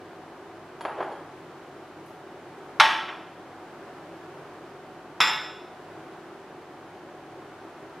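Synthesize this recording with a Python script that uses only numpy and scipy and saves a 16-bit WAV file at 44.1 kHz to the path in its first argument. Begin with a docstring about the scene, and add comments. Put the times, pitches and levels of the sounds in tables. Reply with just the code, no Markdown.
"""A large mixing bowl lands on a glass board in a tiled kitchen, then rocks and settles.
Before it a little dish is put down and nudged along the worktop, and a fingertip ticks very faintly;
after it a flour bowl clinks on the rim. Each contact is a click and a short noise knock, a ring of
fading tones and the room's answer in dying noise. Coloured noise and low tones make the ventilation hum."""
import sys
import numpy as np
from scipy import signal
from scipy.fft import rfft, irfft, next_fast_len
from scipy.io import wavfile

SR = 44100
rng = np.random.default_rng(int(sys.argv[2]) if len(sys.argv) > 2 else 0)


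def log_audio(samples):
    """Write samples as a 16-bit WAV file to the path given in sys.argv[1]."""
    # one column per channel
    frames = np.atleast_2d(samples).T
    # limit to full scale, then quantise
    limited = np.clip(frames, -1, 1)
    pcm = np.round(limited * 32767).astype(np.int16)
    wavfile.write(sys.argv[1], SR, pcm)


N = 352800

# the mixing bowl lands, then rocks and settles: (t/s, knock level/dB, ring level/dB, knock dull above f/Hz)
BOWL_HITS = [(2.7995, -7.3, -16.3, 14800), (2.8095, -15, -38, 3000), (3.082, -34.5, -42, 2500),
             (3.091, -33, -43, 2200)]
# ringing tones of the mixing bowl: (f/Hz, relative level/dB, time to fall 60 dB t/s)
BOWL_MODES = [(577, -23, 0.6), (608, -21, 0.64), (743, -22, 0.73), (890, 0, 0.61), (1119, -13, 0.66),
              (1325, -9, 0.73), (1631, -11, 0.61), (1687, -16, 0.59), (1825, -15, 0.71), (1919, -9, 0.63),
              (2110, -15, 0.62), (2314, -19, 0.79), (2430, -14, 0.73), (2652, -16, 0.71), (2955, -20, 0.7),
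              (3069, -14, 0.66), (3405, -13, 0.67), (3494, -20, 0.67), (3840, -22, 0.65), (4642, -23, 0.66),
              (5276, -26, 0.65), (5428, -20, 0.65), (6095, -28, 0.55), (6439, -31, 0.56), (6635, -31, 0.56),
              (7249, -35, 0.55), (8084, -35, 0.58), (8454, -33, 0.54), (9765, -38, 0.51),
              (11271, -34, 0.46)]


def amp(db):
    """Turn decibels into a gain."""
    return 10 ** (np.asarray(db) / 20)


def unit(x):
    """Scale to an rms (average strength) of 1."""
    return x / np.sqrt(np.mean(x ** 2) + 1e-20)


def along(points, hz):
    """Read a curve of (f/Hz, value) points on a log-frequency axis."""
    f, v = np.transpose(points)
    return np.interp(np.log(hz + 1), np.log(f), v)


def filtered(x, response):
    """Multiply the spectrum of x by a gain that depends on frequency."""
    n = x.shape[-1]
    padded = next_fast_len(n + 8192)
    spectrum = rfft(x, padded) * response(np.fft.rfftfreq(padded, 1 / SR))
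    return irfft(spectrum, padded)[..., :n]


def noise(response, size):
    """Mid and side noise of the given colour, with an rms of 1 over both."""
    return unit(filtered(rng.standard_normal((2, size)), response))


def wobble(rate, size):
    """A smooth random curve that eases between random values, rate of them a second."""
    at = np.arange(size) * rate / SR
    knots = rng.standard_normal(2000)
    index = at.astype(int)
    ease = np.sin(np.pi / 2 * (at % 1)) ** 2
    return knots[index] * (1 - ease) + knots[index + 1] * ease


def stereo(pair, width):
    """Turn mid and side into left and right, with a width for each frequency."""
    side = filtered(pair[1], lambda hz: amp(along(width, hz)))
    return np.array([pair[0] + side, pair[0] - side])


def hum(level_db=-44.0, drift_db=0.62):
    """Ventilation: rushing air with narrow drones, over the steady lines of the mains and the motor."""
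    # rush of moving air: (f/Hz, relative level per Hz/dB)
    air_colour = [(26, -26), (60, -18), (110, -12), (200, -6), (330, 4), (500, -1), (750, 0), (1000, -2.5),
                  (1500, -6), (2200, -14), (4000, -23), (7000, -31.5), (12000, -38), (15500, -45)]
    # narrow drones within the air: (f/Hz, width f/Hz, boost/dB)
    drones = [(99, 14, 6), (139.6, 10.4, 12), (165, 27, 9.5), (325.6, 15.6, 5.5), (363.6, 15, 5.5),
              (399.7, 12, 8), (570.4, 10.4, 4), (630, 4, 7), (738, 30, 7)]
    # stereo width of the air: (f/Hz, side minus mid level/dB)
    air_width = [(60, -19), (110, -30), (200, -23), (380, -24.5), (700, -17.5), (1290, -13.5), (2380, -6.5),
                 (4400, -2.5), (8120, 1), (15000, -3)]
    # steady lines of the mains and the motor: (f/Hz, rms level/dB)
    motor_lines = [(49, -75), (99, -67.5), (359, -59.5), (2953, -79.5), (3051, -76.5)]

    def air_gain(hz):
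        boost_db = sum(db / (1 + (2 * (hz - centre) / width) ** 2) for centre, width, db in drones)
        return amp(along(air_colour, hz) + boost_db)

    # the loudness of the air drifts slowly
    air = noise(air_gain, N) * amp(level_db + drift_db * wobble(1.83, N))
    t = np.arange(N) / SR
    motor = np.zeros(N)
    for hz, db in motor_lines:
        phase = 2 * np.pi * hz * t + wobble(2.067, N)  # the phase wanders a little
        motor += np.sqrt(2) * amp(db) * np.sin(phase)
    return stereo(air, air_width) + motor


def dying(x):
    """Reverberation: each frequency of x dies away at the kitchen's own speed."""
    # reverberation of the kitchen: (f/Hz, time to fall 60 dB t/s)
    kitchen = [(100, 1), (500, 0.86), (1400, 0.73), (3600, 0.7), (6000, 0.6), (11000, 0.55)]
    hz, t, z = signal.stft(x, SR, nperseg=256)
    fade = amp(-60 * t / along(kitchen, hz)[:, None])
    return signal.istft(z * fade, SR, nperseg=256)[1][:, :x.shape[-1]]


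def softened(hz, dull_hz):
    """A softer contact excites less treble: the gain falls away above dull_hz."""
    return 1 / np.sqrt(1 + (hz / dull_hz) ** 4)


def body(colour, modes, peak_gain, quality=110):
    """Response of a struck bowl, (Hz, gain): its broad colour, peaking at each ringing tone."""
    hz = np.arange(0, SR / 2, 2)
    peaks = sum(1 / (1 + (2 * quality * (hz / centre - 1)) ** 2) for centre, db, t60 in modes)
    return hz, amp(along(colour, hz)) * np.sqrt(1 + peak_gain ** 2 * peaks)


def click(spectrum):
    """First arrival of a blow: a coloured pulse of peak 1 with nothing ahead of it, one second long."""
    # folding the cepstrum (spectrum of the log spectrum) puts the energy as early as possible
    cepstrum = irfft(np.log(spectrum(np.fft.rfftfreq(SR, 1 / SR)) + 1e-6))
    pulse = irfft(np.exp(rfft(2 * cepstrum[:SR // 2], SR)))
    return pulse / np.abs(pulse).max()


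def ring(modes, dull_hz, t, fade_rate=24, pair_hz=8):
    """Glass tones: each is a close, beating pair, and reflections from the tiles make it swell and fade."""
    # how the tones swell and fade: (share of reflections, share of the beating twin)
    shimmer = (.42, .3)
    echo_share, twin_share = shimmer
    out = np.zeros((2, len(t)))
    for hz, db, t60 in modes:
        mid_phase, side_phase, twin_phase = rng.uniform(0, 2 * np.pi, 3)
        pace = np.sqrt(hz / 1000)  # higher tones shimmer faster
        twin_hz = pair_hz * pace * rng.uniform(-0.98, 1)  # distance of the twin from the tone
        twin = twin_share * np.exp(1j * (2 * np.pi * twin_hz * t + twin_phase))
        echoes = echo_share * (wobble(fade_rate * pace, len(t)) + 1j * wobble(fade_rate * pace, len(t)))
        level = amp(db - 60 * t / t60) * softened(hz, dull_hz)
        tone = level * (1 + twin + echoes) * np.exp(2j * np.pi * hz * t)
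        out += np.real(np.exp(1j * np.array([[mid_phase], [side_phase]])) * tone)
    return out / np.sqrt(1 + twin_share ** 2 + 2 * echo_share ** 2)


def contacts(hits, colour, modes, click_db, knock_t60, room_db, peak_gain, hold, ring_reach,
             build=0.0092, attack=0.00063):
    """Each contact: a click, a dense and quickly damped knock, its reverberation, and the ring of the glass.

    knock_t60, build and attack are in seconds; click_db and room_db are relative to the knock.
    """
    out, t = np.zeros((2, N + SR)), np.arange(SR) / SR
    response = body(colour, modes, peak_gain)
    for s, knock_db, ring_db, dull_hz in hits:
        spectrum = lambda hz: np.interp(hz, *response) * softened(hz, dull_hz)
        # with hold above 1, chatter and the nearest tiles hold the knock up before it drops
        knock = noise(spectrum, SR) * amp(-60 * (t / knock_t60) ** hold)
        # the diffuse sound builds up as reflections multiply
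        room = dying(noise(spectrum, SR)) * (1 - np.exp(-t / build))
        # ring_reach sets how far into the treble the ring goes, compared with the knock
        glass = ring(modes, ring_reach * dull_hz, t)
        sound = amp(knock_db) * (knock + amp(room_db) * room) + amp(ring_db) * glass
        sound *= 1 - np.exp(-t / attack)
        sound[0] += amp(knock_db + click_db) * click(spectrum)  # the click is in the middle only
        out[:, round(s * SR):][:, :SR] += sound
    return out[:, :N]


def finger():
    """A fingertip ticks on the mixing bowl: a very weak, bright contact."""
    # the tick: (t/s, knock level/dB, ring level/dB, dull above f/Hz)
    hits = [(2.06, -61, -75, 15000)]
    # colour of the tick: (f/Hz, relative level per Hz/dB)
    colour = [(500, -20), (8500, -12), (10000, -6), (12000, -4), (14000, -14)]
    return contacts(hits, colour, BOWL_MODES, click_db=0, knock_t60=.06, room_db=-4,
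                    peak_gain=1.5, hold=1, ring_reach=1)


def nudge(s, db, rise_db_per_s=230, fall_db_per_s=165):
    """Rubbing level of one nudge: the dish gathers speed quickly, then coasts to rest."""
    t = np.arange(N) / SR - s
    return amp(db + np.minimum(rise_db_per_s * t, -fall_db_per_s * t))


def slide(judder_db=2.0, judder_rate=110):
    """With each nudge the foot of the dish judders over the worktop, which colours the rubbing."""
    # the hand nudges the dish along: (t of greatest speed/s, level/dB)
    nudges = [(1.003, -32), (1.112, -37)]
    # colour of the rubbing: (f/Hz, relative level per Hz/dB)
    slide_colour = [(80, -41), (230, -16), (380, 11), (650, 4.5), (1000, 3), (1700, -8.5), (3000, -18),
                    (6000, -42), (14000, -52)]
    level = np.max([nudge(s, db) for s, db in nudges], axis=0)
    friction = rng.standard_normal((2, N)) * amp(judder_db * wobble(judder_rate, N))
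    return level * unit(filtered(friction, lambda hz: amp(along(slide_colour, hz))))


def dish():
    """The little dish meets the worktop: short, mostly dull knocks with a faint ring."""
    # the contacts: (t/s, knock level/dB, ring level/dB, knock dull above f/Hz)
    hits = [(.809, -34, -45.5, 9000), (.8515, -24, -58, 2500), (1.0055, -26.5, -61, 1880),
            (1.028, -33, -58, 2500), (1.118, -39, -56, 1300)]
    # ringing tones of the dish: (f/Hz, relative level/dB, time to fall 60 dB t/s)
    modes = [(1655, -7, .2), (3240, 1, 0.17), (4400, -3, 0.055), (4630, -12, 0.12), (6940, -14, 0.19),
             (10320, -9, 0.36), (10460, -18, 0.29)]
    # colour of the knocks: (f/Hz, relative level per Hz/dB)
    colour = [(50, -43), (150, -12), (400, -4.5), (800, 6), (1250, -1), (2000, -9), (3200, -15.5),
              (5000, -24.5), (8000, -32), (14000, -30)]
    return contacts(hits, colour, modes, click_db=7.5, knock_t60=0.028, room_db=-8.0,
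                    peak_gain=3.3, hold=2.0, ring_reach=8.9)


def rim():
    """The flour bowl strikes the rim and rebounds: two clinks with a strong ring."""
    # the strikes: (t/s, knock level/dB, ring level/dB, knock dull above f/Hz)
    hits = [(5.204, -13.8, -24.5, 14000), (5.272, -24.5, -39, 9000)]
    # ringing tones of the clink: (f/Hz, relative level/dB, time to fall 60 dB t/s)
    modes = [(738, -17, 0.79), (873, -8, 0.79), (1288, -4, 0.73), (1377, -11, 0.71), (1464, -11, 0.69),
             (1501, -3, 0.7), (1709, -10, 0.77), (1765, -15, 0.77), (1935, -5, 0.66), (2105, -10, 0.7),
             (2197, -12, 0.69), (2517, -8, 0.67), (2728, -14, 0.75), (2790, -14, 0.75), (3376, -12, 0.73),
             (3482, -1, 0.74), (3563, -11, 0.74), (3804, -16, 0.7), (3940, -15, 0.73), (4829, -16, 0.63),
             (5262, 0, 0.62), (7318, -6, 0.51), (9550, -30, 0.55), (9824, -31, 0.55), (10705, -30, 0.53),
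             (11339, -22, 0.51), (13178, -35, 0.4), (14861, -47, 0.4)]
    # colour of the knocks: (f/Hz, relative level per Hz/dB)
    colour = [(30, -50), (160, -12), (550, -11.5), (1000, 4.5), (1550, -1.5), (2400, 1.5), (3000, -5),
              (3700, -0.5), (4400, -16.5), (5300, -3), (6400, -22), (8600, -30), (11500, -25), (14500, -41)]
    return contacts(hits, colour, modes, click_db=8, knock_t60=0.12, room_db=-6.5,
                    peak_gain=2, hold=1.18, ring_reach=0.97)


def thump(hz=72, db=-49, t60=0.58, rise=0.013):
    """The heavy bowl sets the worktop swinging: a low tone that swells quickly and dies away."""
    t = np.maximum(np.arange(N) / SR - BOWL_HITS[0][0], 0)  # silent until the bowl lands
    return amp(db - 60 * t / t60) * (1 - np.exp(-t / rise)) * np.sin(2 * np.pi * hz * t)


def bowl():
    """The mixing bowl lands on the glass board: the hardest blow, then small ones as it settles."""
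    # colour of the knocks: (f/Hz, relative level per Hz/dB)
    colour = [(45, -52), (90, -26), (200, -19), (450, -22.5), (850, 2), (1350, 2), (2100, -4), (3400, -4),
              (4900, -17), (5500, -14.5), (7300, -30), (11300, -32), (13000, -40), (15500, -52)]
    return contacts(BOWL_HITS, colour, BOWL_MODES, click_db=6.5, knock_t60=0.042, room_db=-10,
                    peak_gain=1.44, hold=1.8, ring_reach=1.1)


def scene():
    """All the glassware shares one stereo width; the thump and the hum are added to it."""
    # stereo width of the contacts and the sliding: (f/Hz, side minus mid level/dB)
    hit_width = [(200, -32), (1200, -23.5), (2800, -17), (5000, -16), (7400, -7), (9500, 1), (12000, -16)]
    glassware = finger() + slide() + dish() + rim() + bowl()
    return stereo(glassware, hit_width) + thump() + hum()


def record(dry, low_cut_hz=34, top_hz=15750):
    """The loudest peaks are rounded off at full scale; the deepest bass and the top treble are cut."""
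    rounded = dry / (1 + np.abs(dry) ** 8) ** (1 / 8)
    low_cut = signal.butter(2, low_cut_hz, "highpass", fs=SR, output="sos")
    without_bass = signal.sosfilt(low_cut, rounded)
    return filtered(without_bass, lambda hz: 1 / (1 + (hz / top_hz) ** 200))


dry = scene()
out = record(dry)
log_audio(out)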